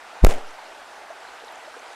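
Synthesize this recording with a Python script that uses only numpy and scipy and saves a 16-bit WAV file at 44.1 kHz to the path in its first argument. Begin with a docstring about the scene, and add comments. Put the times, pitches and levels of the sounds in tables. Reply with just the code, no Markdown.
"""Two rams butt heads straight ahead of the microphones, on a rocky slope beside a stream.
The blow is a deep thud of lengthening swings, with a horn crack of abrupt pushes and splinter noise on top.
The rocks throw the crack back as gritty decaying noise and single sharp flicks.
The stream, slightly spread in stereo, is patchy noise with short rising sines for bubbles and plops.
The blow overloads the microphone input, which clips flat; faint noise is heard at high levels."""
import sys
import numpy as np
from scipy import signal
from scipy.fft import rfft, irfft, next_fast_len
from scipy.io import wavfile
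from scipy.ndimage import uniform_filter1d, map_coordinates

SR = 44100
rng = np.random.default_rng(int(sys.argv[2]) if len(sys.argv) > 2 else 0)


def int16_out(signal):
    """Quantize to a 16-bit WAV file."""
    q = np.round(np.clip(np.atleast_2d(signal).T, -1, 1) * 32767)
    wavfile.write(sys.argv[1], SR, q.astype(np.int16))


N = 85995
T = np.arange(N) / SR

# Course of the stream's level before its random swell: start_s, level_db [s, dB]
STREAM_LEVEL = [(0.0, -43.5), (0.178, -42), (0.358, -41.5), (0.884, -42.5), (1.95, -42)]
# Relative spectrum of the rushing water: frequency_hz, level_db [Hz, dB per Hz]
WATER_SPECTRUM = [(24, -27), (40, -21.5), (133, -31.5), (289, -13), (539, -8), (643, -2), (846, 0.5),
                  (1060, -5.5), (1540, -4.5), (1660, -7), (8240, -25.5), (11100, -30.5), (15800, -42.5)]
# Likeness of the rush in the left and right microphones: frequency_hz, likeness [Hz, correlation]
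STEREO_LIKENESS = [(60, .99), (200, 0.88), (640, 0.97), (2400, 1), (4400, 1), (8000, 0.98), (15000, 0.72)]
# Stream balance, left over right: frequency_hz, level_db [Hz, dB]
STEREO_LEAN = [(60, -3), (110, 4), (200, -5.5), (380, -2), (700, -1.5), (1290, -0.5), (2380, 0), (4400, 0),
               (8120, -4), (15000, -0.5)]
# Larger plops and droplets: start_s, level_db, pitch_hz, cycles [s, peak dB, starting Hz, decay in cycles]
PLOPS = [(.472, -43.5, 10000, 6), (.485, -47, 5300, 14), (0.594, -43, 4340, 9), (1.1025, -30, 628, 7.1),
         (1.276, -43, 3870, 10), (1.306, -51, 10500, 5), (1.4002, -39, 3320, 6.6), (1.448, -40, 6500, 4),
         (1.47, -44, 10500, 5), (1.482, -37, 3630, 6.7), (1.523, -45, 11400, 7), (1.5576, -38, 6800, 5),
         (1.58, -45, 8500, 5), (1.676, -36, 610, 9), (1.75, -45, 7000, 4), (1.772, -51.5, 8000, 7),
         (1.7943, -39, 5860, 5.5), (1.932, -42, 7000, 5)]
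# Horn contacts: start_s, length_s, rise_s, release_s, level_db, sign, splinter_db
# [s, s, s, s, push dB before it grows, +1 or -1, noise dB]
HORN_CONTACTS = [(.24728, .0055, .0004, .0025, -1.6, -1, -9), (.2483, .0007, .00004, .00006, -.3, 1, -30),
                 (.2656, .0007, .0002, .0004, -14, 1, -26), (.2671, .0005, .0002, .0003, -16, 1, -27),
                 (.2681, .0012, .0002, .0003, -13, 1, -23), (.2701, .0225, .00006, .014, -8.5, 1, -24)]
# Gritty echoes off the rocks: start_s, rise_s, level_db, t60_s [s, s, dB before rise and decay, s]
ROCK_ECHOES = [(.264, 0.0092, -22.5, 0.18), (.284, 0.03, -25.5, .4)]
# Relative spectrum of the rock echoes: frequency_hz, level_db [Hz, dB per Hz]
ROCK_SPECTRUM = [(120, -33), (200, -5), (700, 1), (1100, -11), (2500, -13), (4700, -21.5), (7000, -19),
                 (11000, -27), (15500, -32)]
# Sharp single echoes among them: peak_s, level_db [s, peak dB]
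ROCK_FLICKS = [(.2858, -26), (.2873, -25), (0.2906, -18), (0.2947, -19), (0.2957, -25), (0.2982, -21),
               (0.301, -25), (0.309, -19.5)]

# Stream
PATCH_DB, SWELL_DB, SWELL_KNOTS_PER_S = 1.36, .4, 7.26
BUBBLES_PER_S, BUBBLE_HZ, BUBBLE_SPREAD, BUBBLE_CYCLES = 420, 2384, 1.046, 5.26  # spread in log pitch
BUBBLE_DB = -9  # all small bubbles against the rush
BUBBLE_BRIGHT = 0.57  # share of the water spectrum's dB that the bubbles follow
PITCH_RISE = 0.085  # fraction of the starting pitch gained over one bubble's given cycles

# Thud
CLASH_S = .23218
THUD_DB, THUD_DECAY_S = -2, 0.063
SNAP_DB, SNAP_DECAY_S = 17.5, .0067  # a strong extra start to the swings
FIRST_SWING_S, STRETCH = .00752, 2.17  # wait after the clash; each swing's length over the one before
SUCK_DB, SUCK_RISE_S, SUCK_END_S, SUCK_FALL_S = 9.6, .0031, .006, .0019  # dB scales the drop's two slopes

# Crack and echoes
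PUSH_GROWS, SPLINTER_S = 1, 0.00025  # fraction a push gains over its length; width of a noise spit
ROCK_TREBLE_HZ, TREBLE_LOSS_DB_PER_S = 4000, 82
GRIT_KNOTS_PER_S, GRIT_DB = 600, 3
FLICK_S = 0.00021

# Microphone input
CLIP_AT, HARDNESS = .565, 30  # level limit; sharpness of the knee
NOISE_DB, NOISE_HZ = -39, 494  # noise level at the clipping limit; where its treble starts to fall
TOP_HZ, ROLL_OFF_HZ = 16100, 15000


def amp(db):
    """Decibels to a linear factor."""
    return 10 ** (np.asarray(db) / 20)


def unit(x):
    """Scale to an RMS of one."""
    return x / np.sqrt(np.mean(x ** 2) + 1e-20)


def along(points, hz):
    """Read a table of frequency_hz, value on a log frequency axis."""
    f, v = np.transpose(points)
    return np.interp(np.log(hz + 1), np.log(f + 1), v)


def wobble(rate):
    """A random curve with rate knots a second."""
    knots = rng.standard_normal(int(N * rate / SR) + 4)
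    return map_coordinates(knots, [T * rate])


def filtered(x, response):
    """Multiply the spectrum of x by a response of frequency."""
    m = next_fast_len(N + SR // 2)
    return irfft(rfft(x, m) * response(np.fft.rfftfreq(m, 1 / SR)), m)[..., :N]


def blips(start_s, pitch_hz, cycles, level):
    """Bubbles ring as short sines of rising pitch, with a soft start and a decay set in cycles."""
    t = np.arange(1200) / SR
    age = t * (pitch_hz / cycles)[:, None]  # 1 after the given number of cycles at the starting pitch
    envelope = level[:, None] * np.e * 3 * age * np.exp(-3 * age)
    turns = np.reshape(cycles, (-1, 1)) * (age + PITCH_RISE * age * age / 2)
    rows = envelope * np.sin(2 * np.pi * turns)
    at = (start_s * SR).astype(int)[:, None] + np.arange(len(t))
    return np.bincount(at.ravel(), rows.ravel(), N + SR)[:N]


def patchy_rush():
    """Rushing water: stereo noise whose level varies in patches over time and frequency."""
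    z = signal.stft(rng.standard_normal((2, N)), nperseg=512)[2]
    patches = uniform_filter1d(rng.standard_normal(z.shape[1:]), size=6, axis=0)  # across frequency
    patches = uniform_filter1d(patches, size=8, axis=1)  # across time
    pair = unit(signal.istft(z * amp(PATCH_DB * unit(patches)), nperseg=512)[1][:, :N])

    def mid_side_response(hz):
        # this angle splits mid and side so that left and right have the wanted likeness
        turn = np.arccos(np.clip(along(STEREO_LIKENESS, hz), -1, 1)) / 2
        return amp(along(WATER_SPECTRUM, hz)) * [np.cos(turn), np.sin(turn)]

    mid, side = filtered(pair, mid_side_response)
    return unit(np.array([mid + side, mid - side]))


def small_bubbles():
    """Many small bubbles ring at random times, pitches and levels, alike in both microphones."""
    when, size = rng.random((2000, 2)).T
    pitch_hz = np.clip(BUBBLE_HZ * np.exp(BUBBLE_SPREAD * rng.standard_normal(len(when))), 450, 14000)
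    start_s = when * len(when) / BUBBLES_PER_S
    level_db = BUBBLE_BRIGHT * along(WATER_SPECTRUM, pitch_hz) - 3.0 * np.log(1 - size)
    level = (start_s < T[-1]) * amp(level_db)  # silence those that start past the end
    return unit(blips(np.minimum(start_s, T[-1]), pitch_hz, BUBBLE_CYCLES, level))


def stream():
    """A swelling rush with small bubbles in it, and a few larger plops on top."""
    water = patchy_rush() + amp(BUBBLE_DB) * small_bubbles()
    opposite = np.array([[1], [-1]])  # half the lean to each side
    water = unit(filtered(water, lambda hz: amp(along(STEREO_LEAN, hz) / 2 * opposite)))
    level_db = np.interp(T, *np.transpose(STREAM_LEVEL)) + SWELL_DB * wobble(SWELL_KNOTS_PER_S)
    start_s, plop_db, pitch_hz, cycles = np.transpose(PLOPS)
    return water * amp(level_db) + blips(start_s, pitch_hz, cycles, amp(plop_db))


def thud():
    """Pressure drops ahead of the blow, then swings back and forth ever longer and weaker."""
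    u = T - CLASH_S
    # logarithmic time makes each swing STRETCH times as long as the last
    swings = np.log(np.maximum(u, 1e-4) / FIRST_SWING_S) / np.log(STRETCH)
    snap = amp(SNAP_DB) * np.exp(-np.abs(u) / SNAP_DECAY_S)
    strength = amp(THUD_DB) * np.exp(-np.abs(u) / THUD_DECAY_S) + snap
    body = strength * np.sin(np.pi * np.maximum(swings, 0))
    v = u - SUCK_END_S
    rising = np.exp(np.clip(-v / SUCK_RISE_S, -50, 50))
    falling = np.exp(np.clip(v / SUCK_FALL_S, -50, 50))
    return body - amp(SUCK_DB) / (rising + falling)


def crack():
    """Each horn contact is an abrupt push that grows and lets go, with a spit of splintery noise."""
    out = np.zeros(N)
    for start_s, length_s, rise_s, release_s, level_db, sign, splinter_db in HORN_CONTACTS:
        u = T - start_s
        gate = np.clip(u / rise_s, 0, 1) * np.clip((length_s - u) / release_s, 0, 1)
        out += sign * amp(level_db) * gate * (1 + PUSH_GROWS * u / length_s)
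        out += amp(splinter_db) * np.exp(-(u / SPLINTER_S) ** 2) * rng.standard_normal(N)
    return out


def echoes():
    """Many small rock faces return the crack: gritty noise whose treble dies first."""
    grit = rng.standard_normal(N) * amp(GRIT_DB * wobble(GRIT_KNOTS_PER_S))
    rock = unit(filtered(grit, lambda hz: amp(along(ROCK_SPECTRUM, hz)) * (hz > 150)))
    low = filtered(rock, lambda hz: 1 / (1 + (hz / ROCK_TREBLE_HZ) ** 2))
    treble = rock - low
    out = np.zeros(N)
    for start_s, rise_s, level_db, t60_s in ROCK_ECHOES:
        u = np.maximum(T - start_s, 0)
        envelope = amp(level_db - 60 * u / t60_s) * np.minimum(u / rise_s, 1)
        out += envelope * (low + amp(-TREBLE_LOSS_DB_PER_S * u) * treble)
    return out


def flicks():
    """Single rock faces answer with short negative flicks that rise faster than they die."""
    out = np.zeros(N)
    for peak_s, level_db in ROCK_FLICKS:
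        slope_s = np.where(T < peak_s, FLICK_S / 6, FLICK_S)
        out -= amp(level_db) * np.exp(-np.abs(T - peak_s) / slope_s)
    return out


def scene():
    """The clash is straight ahead, the stream slightly spread."""
    return stream() + thud() + crack() + echoes() + flicks()


def record(dry):
    """The microphone input clips flat; faint noise is added at high levels and the treble is limited."""
    flat = dry / (1 + np.abs(dry / CLIP_AT) ** HARDNESS) ** (1 / HARDNESS)
    noise = unit(filtered(rng.standard_normal(N), lambda hz: (hz > 150) / (1 + hz / NOISE_HZ)))
    noisy = flat + amp(NOISE_DB) * noise * (flat / CLIP_AT) ** 2
    return filtered(noisy, lambda hz: (hz < TOP_HZ) / (1 + (hz / ROLL_OFF_HZ) ** 8))


dry = scene()
out = record(dry)
int16_out(out)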